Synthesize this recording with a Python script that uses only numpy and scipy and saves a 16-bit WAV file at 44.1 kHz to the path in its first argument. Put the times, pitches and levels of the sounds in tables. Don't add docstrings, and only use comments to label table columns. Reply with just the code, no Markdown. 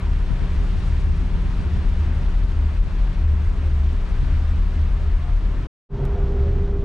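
import sys
import numpy as np
from scipy import signal
from scipy.fft import rfft, irfft, next_fast_len
from scipy.io import wavfile
from scipy.ndimage import uniform_filter1d, minimum_filter1d

SR = 44100
rng = np.random.default_rng(int(sys.argv[2]) if len(sys.argv) > 2 else 0)


def dump(signal):
    limited = np.clip(np.atleast_2d(signal).T, -1, 1)
    pcm = np.round(limited * 32767).astype(np.int16)
    wavfile.write(sys.argv[1], SR, pcm)


N = 301711

CUT_S, RESUME_S = 5.671, 5.889
SIZE = next_fast_len(N)
TIME = np.arange(N) / SR
HZ = np.maximum(np.arange(SIZE // 2 + 1) * SR / SIZE, 1)
AT_FIRST = TIME < RESUME_S


def from_db(db):
    return 10 ** (np.asarray(db) / 20)


def rms_one(x):
    return x / np.sqrt(np.mean(x ** 2) + 1e-20)


def in_time(places):
    s, *columns = np.vstack(places).T
    return [np.interp(TIME, s, column) for column in columns]


def at_hz(points):
    hz, value = np.transpose(points)
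    return np.interp(np.log(HZ), np.log(np.maximum(hz, 1)), value)


def drift(rate_hz):
    r = np.exp(-2 * np.pi * rate_hz * 40 / SR)
    noise = rng.standard_normal(N // 40 + 2002)
    slow = signal.lfilter([1], [1, -2 * r, r * r], noise)[2000:]
    return np.interp(np.arange(N) / 40, np.arange(len(slow)), rms_one(slow))


def wavering(hz, wander_hz, rate_hz):
    cycles = np.cumsum(hz + wander_hz * drift(rate_hz)) / SR
    return np.sqrt(2) * np.sin(2 * np.pi * (cycles + rng.random()))


def rush(spectrum, patchy_db, tilt_db=0):
    # f/Hz, shared part of the power (0-1)
    likeness = [(60, 1), (100, 1), (170, 0.95), (280, 1), (460, 1), (770, 0.92), (1290, 1), (2140, 0.77),
                (3570, 0.72), (5000, 0.27), (5800, 0.79), (7500, .9), (9930, 0.94), (12000, 0.7)]
    # f/Hz, phase/radians
    left_lead = [(60, 0.67), (300, -0.32), (780, -0.57), (1700, -0.66), (3450, -0.67), (5340, -0.59),
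                 (5800, -0.1), (10100, 0.05)]
    # f/Hz, difference/dB
    left_over_right = [(30, 1), (70, -0.5), (170, 1), (460, 2.5), (1290, 2.0), (3570, 3.5), (9930, -0.5)]
    common, left, right = rfft(rng.standard_normal((3, SIZE)))
    alike = np.clip(at_hz(likeness), 0, 1)
    pair = np.sqrt(alike) * common + np.sqrt(1 - alike) * np.array([left, right])
    turn = from_db(at_hz(left_over_right) / 2) * np.exp(.5j * at_hz(left_lead))
    pair = pair * from_db(at_hz(spectrum)) * np.array([turn, 1 / turn])
    together = drift(3.5)
    octave = np.log2(np.clip(HZ, 62.5, 8000) / 62.5)
    out = 0
    for band in range(8):
        window = np.clip(1 - abs(octave - band), 0, 1)
        swell_db = patchy_db * (0.29 * together + drift(16.0))
        gain = from_db(swell_db + tilt_db * (band - 3.5))
        out = out + gain * irfft(pair * window, SIZE)[:, :N]
    return rms_one(out)


def wake():
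    # t/s, hull roar/dB (before 7 dB are added), hiss/dB, hiss brightening/(dB per octave)
    rush_levels = [
        [(0.0, -32.5, -41.5, 0), (.1, -35, -44.5, 0.9), (0.48, -34.5, -40.5, 0.14), (.75, -32.5, -43.5, 1.35),
         (1.3, -34, -42.5, 0.5), (1.65, -33, -42.5, 0.37), (2.05, -35, -41.5, 0.2), (2.8, -36, -43.5, 0.4),
         (3.2, -35, -43, 0), (4.0, -37, -43.5, 0.6), (4.3, -33.5, -41.5, 0.3), (4.56, -36, -43, 0.27),
         (5.2, -37, -43, 0.03), (5.66, -36, -43.5, -0.5)],
        [(5.93, -32, -44.5, -0.5), (6.03, -27.5, -40.5, -0.8), (6.08, -31, -40.5, -1), (6.14, -30, -40.5, -0.8),
         (6.26, -28, -40, -0.5), (6.4, -29, -42, 0), (6.5, -30, -42, -0.1), (6.55, -28, -43, 0.3),
         (6.84, -30, -44.5, -0.4)],
    ]
    # f/Hz, relative level/(dB per Hz)
    roar_colours = [
        [(12, -20.5), (25, -7), (50, 1), (63, 7.5), (86, 8), (99, -2), (112, -3), (132, -4), (160, -5.5),
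         (210, -13), (232, -12), (245, -9), (262, -13), (320, -15.5), (333, -16.5), (348, -16.5), (460, -31),
         (700, -68), (3000, -120)],
        [(12, -11), (28, 11), (45, 9.5), (58, 10.5), (90, 8), (102, 1.5), (125, 3.5), (145, 1.5), (200, -4.5),
         (310, -13), (360, -12), (388, -6), (412, -12), (470, -14), (700, -77), (3000, -120)],
    ]
    # f/Hz, relative level/(dB per Hz)
    hiss_colours = [
        [(200, -18), (350, -2.5), (450, -0.5), (700, -1.5), (870, -3.5), (915, -0.5), (1100, -3), (1600, -5.5),
         (2700, -10.5), (4500, -18), (7800, -30.5), (8800, -30.5), (10200, -37), (10800, -46), (12500, -46.5),
         (14000, -58), (15200, -74), (16000, -87.5)],
        [(200, -19), (350, -9.5), (470, -3.5), (700, -3), (850, -6.5), (1130, -8.5), (1400, -11), (1600, -13),
         (1900, -15.5), (3500, -22.5), (6000, -32.5), (10200, -49), (11200, -58), (16000, -84)],
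    ]
    roar_db, hiss_db, tilt_db = in_time(rush_levels)
    roar_db = roar_db + 1 * drift(2.5) * AT_FIRST
    places = []
    for roar_colour, hiss_colour in zip(roar_colours, hiss_colours):
        roar = from_db(roar_db + 7.0) * rush(roar_colour, patchy_db=0.77)
        hiss = from_db(hiss_db) * rush(hiss_colour, patchy_db=0.8, tilt_db=tilt_db)
        places.append(roar + hiss)
    return np.where(AT_FIRST, *places)


def hoots_and_ticks():
    # middle t/s, f/Hz, peak level/dB, length/s, glide/(Hz per s)
    hoots = [(3.672, 538.2, -43.5, 0.066, -48), (5.265, 712, -45.5, 0.14, 27),
             (5.992, 922, -46.5, .07, -200), (6.158, 664, -46, 0.07, 49), (6.175, 705, -41, 0.07, -54),
             (6.191, 505.2, -41, 0.065, 301), (6.474, 557, -40, .1, -100)]
    # t/s, peak level/dB
    ticks = [(6.053, -29.5), (6.0547, -35)]
    out = np.zeros(N)
    for s, hz, db, length_s, glide in hoots:
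        t = TIME - s
        bell = np.exp(-(2 * t / length_s) ** 2)
        out += from_db(db) * bell * np.sin(2 * np.pi * (hz + glide * t / 2) * t)
    step = np.arange(12)
    for sign, (s, peak_db) in zip((1, -1), ticks):
        out[round(s * SR) + step] += sign * from_db(peak_db - 4.5 * step)
    return out


def wind():
    # middle t/s, level/dB (before 6 dB are added), share of power on the left port (0-1)
    strong = [(0.314, -24.5, 0.7), (0.433, -26, 0.3), (0.624, -28, 0), (0.748, -28.5, 0.51),
              (0.98, -36.5, 0.7), (1.085, -28.5, 0.6), (1.21, -35, 0.58), (1.342, -29, 0.9),
              (1.472, -29, 0.6), (1.62, -33, .5), (1.78, -32, 0.54), (1.88, -35.5, 0.6), (2.3, -38, 0.6),
              (2.44, -34, 0.41), (2.87, -33, 0.54), (2.97, -39.5, 0.5), (3.317, -39, 0.69),
              (3.83, -42, 0.54), (3.953, -35, 0.55), (4.102, -32, 0.6), (4.232, -28, 0.54),
              (5.02, -36, 0.48), (5.6, -43.5, .5)]
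    # f/Hz, relative level/(dB per Hz)
    puff_colour = [(12, -9), (25, 9.5), (45, 12.5), (80, 2), (100, 2.5), (140, 1.5), (280, -11.5),
                   (400, -24), (480, -20), (900, -65), (3000, -120)]
    puff_s = 0.043
    noise = rfft(rng.standard_normal((2, SIZE)))
    turbulence = rms_one(irfft(from_db(at_hz(puff_colour)) * noise, SIZE)[:, :N])
    weak = [(when * CUT_S, -43 - 0.5 * (4 * how - 2), left / 2 + 0.2)
            for when, how, left in rng.random(size=(22, 3))]
    power = np.zeros((2, N))
    for s, level_db, left in list(strong) + weak:
        share = np.clip([[left], [1 - left]], 0, 1)
        power += share * from_db(2 * level_db) * np.exp(-(2 * (TIME - s) / puff_s) ** 2)
    return from_db(6.0) * np.sqrt(power) * turbulence


def fan_and_generator():
    # t/s, fan/dB, generator/dB
    hum_levels = [
        [(0.0, -41.5, -50.5), (.5, -37, -49), (.75, -40, -51.5), (1.35, -35.5, -51), (2.2, -38.5, -51),
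         (2.5, -44.5, -52), (2.93, -40.5, -53.5), (3.7, -43, -50), (4.03, -39, -50), (4.3, -44.5, -55.5),
         (4.7, -39, -54), (5.1, -45, -50.5), (5.3, -48, -59.5), (5.66, -46.5, -49.5)],
        [(5.96, -45, -37.5), (6.15, -45, -35.5), (6.3, -45, -35), (6.45, -46, -34.5), (6.84, -45, -34)],
    ]
    fan_db, generator_db = in_time(hum_levels)
    fan = from_db(fan_db + 1 * drift(1.2)) * wavering(177.9, 0.25, 2.0) * AT_FIRST
    flicker_db = np.where(AT_FIRST, 1.2, 0)
    generator = from_db(generator_db + flicker_db * drift(10.0)) * wavering(398.9, 0.16, 4.1)
    return fan, generator


def swelling(swells, between_db, wander_hz):
    edge_s, flicker_db = 0.087, 1.5
    s, length_s, hz, level_db = np.transpose(swells)[:, :, None]
    past_edge = 4 * (abs(TIME - s) - length_s / 2) / edge_s
    shape = 1 / (1 + np.exp(np.clip(past_edge, -30, 30)))
    gain = from_db(between_db) + np.sum(from_db(level_db) * shape, axis=0)
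    pitch = np.interp(TIME, s[:, 0], hz[:, 0])
    return gain * from_db(flicker_db * drift(9.8)) * wavering(pitch, wander_hz, 10.8)


def hull_rumble():
    # t/s, level/dB
    rumble_levels = [
        [(0.0, -27.5), (0.09, -18.5), (0.44, -20), (1.58, -20), (1.61, -33), (1.87, -15.5), (1.97, -21),
         (2.24, -22.5), (2.27, -14.5), (2.68, -21.5), (2.73, -26), (2.81, -9), (2.88, -31.5), (2.98, -13),
         (3.15, -22), (3.2, -17.5), (3.45, -24.5), (3.48, -15), (3.55, -22.5), (4.27, -17.5), (4.46, -21),
         (4.65, -13), (4.7, -23), (4.96, -16), (5.0, -25), (5.14, -12.5), (5.22, -24), (5.34, -14.5),
         (5.63, -23.5), (5.66, -42.5)],
        [(5.96, -26), (6.02, -21), (6.08, -29.5), (6.19, -22), (6.29, -26), (6.35, -28), (6.4, -23),
         (6.44, -29), (6.53, -22.5), (6.67, -26), (6.74, -19.5), (6.79, -32), (6.84, -12)],
    ]
    # t/s, f/Hz
    rumble_pitch = [
        [(0.0, 38.87), (0.36, 36.74), (0.72, 40.8), (0.85, 36.2), (0.98, 39.9), (1.32, 38.3), (1.42, 44.65),
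         (1.62, 41.96), (1.72, 35.3), (1.86, 37.94), (2.03, 30.05), (2.22, 38.82), (2.79, 42.27), (3.39, 34.05),
         (3.62, 34.68), (3.77, 29.9), (4.0, 30.2), (4.11, 34.13), (4.59, 34.64), (4.73, 38.76), (5.01, 35),
         (5.66, 38.84)],
        [(5.96, 33.15), (6.06, 33.22), (6.088, 32.55), (6.146, 31.3), (6.174, 30.6), (6.386, 30.7),
         (6.468, 28.93), (6.732, 29.07), (6.812, 27.48), (6.83, 27.6)],
    ]
    # f/Hz, level beside the main tone/dB at the first place, same/dB at the second
    neighbours = [(44.63, -5.5, -15), (34.7, -6.5, -16.5), (26.86, -4.5, -9)]
    rumble_db, = in_time(rumble_levels)
    rumble_hz, = in_time(rumble_pitch)
    beating = wavering(rumble_hz, 1.24, 9.4)
    for hz, first_db, second_db in neighbours:
        beating = beating + from_db(np.where(AT_FIRST, first_db, second_db)) * wavering(hz, 2.2, 6.63)
    beat_depth = 0.1
    evened = beating / np.sqrt(uniform_filter1d(beating ** 2, size=SR // 14) + beat_depth)
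    return from_db(rumble_db) * rms_one(evened)


def engines():
    # middle t/s, length/s, f/Hz, level/dB
    tone_swells = [(0.114, 0.11, 72, -27), (0.6, 0.23, 72.62, -25.5), (1.05, 0.5, 72.9, -26),
                   (1.748, 0.14, 73.25, -23), (2.069, 0.34, 74.12, -22), (2.638, 0.31, 73.54, -21.5),
                   (3.326, 0.23, 74.2, -18), (3.761, 0.27, 72.8, -18), (4.188, 0.16, 73.8, -29),
                   (4.447, 0.26, 76.33, -21), (4.83, 0.11, 76.1, -18.5), (5.04, 0.11, 73.6, -21.5),
                   (5.23, 0.12, 76.1, -24.5), (5.481, 0.13, 74.24, -31.5), (5.97, 0.057, 65.9, -39.5),
                   (6.09, 0.11, 57.25, -23), (6.25, 0.024, 57.75, -28.5), (6.35, .08, 65.87, -25),
                   (6.49, 0.19, 77.84, -21.5), (6.79, 0.047, 79.4, -26.5)]
    # middle t/s, length/s, f/Hz, level/dB
    drone_swells = [(.1, 0.12, 125.7, -37), (.4, 0.24, 125, -42), (.85, 0.28, 123.5, -36),
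                    (1.2, 0.14, 138.1, -49), (1.55, 0.073, 133.3, -39), (1.76, 0.082, 129.7, -40),
                    (2.15, 0.3, 127, -37.5), (2.44, 0.059, 125.7, -36), (3.1, 0.099, 129.5, -35),
                    (3.48, 0.097, 138.5, -46), (3.75, 0.23, 131.2, -42.5), (4.27, 0.23, 130.6, -33.5),
                    (4.58, 0.043, 139.7, -33.5), (4.93, .15, 138.4, -39), (5.25, 0.17, 131.9, -37.5),
                    (5.63, 0.078, 130.8, -34), (5.96, 0.088, 142.7, -35), (6.04, 0.064, 129.2, -26),
                    (6.22, 0.059, 141.3, -28), (6.4, 0.053, 142.3, -46), (6.54, 0.081, 136.9, -30.5),
                    (6.7, 0.07, 144.2, -34)]
    tone = swelling(tone_swells, -36.5, np.where(AT_FIRST, 1.18, 2.18))
    drone = swelling(drone_swells, -57.5, 3.1)
    parts = (hull_rumble(), tone, drone, *fan_and_generator())
    left_over_right_db = (2.1, 1.1, 1.0, .8, 4.6)
    return sum(part * from_db([[db / 2], [-db / 2]]) for part, db in zip(parts, left_over_right_db))


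def scene():
    deck = wake() + hoots_and_ticks() + wind() + engines()
    return np.where(AT_FIRST, deck, deck.mean(axis=0))


def record(dry):
    ratio, knee_db, lag_s = 0.19, -19, 0.043
    r = np.exp(-1 / (lag_s * SR))
    power = signal.lfilter([1 - r], [1, -r], np.mean(dry ** 2, axis=0), zi=[from_db(2 * knee_db)])[0]
    over_db = np.maximum(10 * np.log10(power + 1e-12) - knee_db, -2.5)
    low_cut = signal.butter(3, 21.4, "high", fs=SR, output="sos")
    level = signal.sosfilt(low_cut, dry * from_db(-ratio * over_db))
    limit, hold = .355, int(.012 * SR)
    room = limit / np.maximum(abs(level).max(axis=0), limit)
    level = level * uniform_filter1d(minimum_filter1d(room, size=hold), size=hold)
    fade_out_s, fade_in_s = .006, .058
    fade_out = np.clip((CUT_S - TIME) / fade_out_s, 0, 1)
    fade_in = np.clip((TIME - RESUME_S) / fade_in_s, 0, 1) ** 1.3
    high_cut = signal.cheby2(12, 70, 16600, fs=SR, output="sos")
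    return signal.sosfilt(high_cut, level * (fade_out + fade_in))


dry = scene()
out = record(dry)
dump(out)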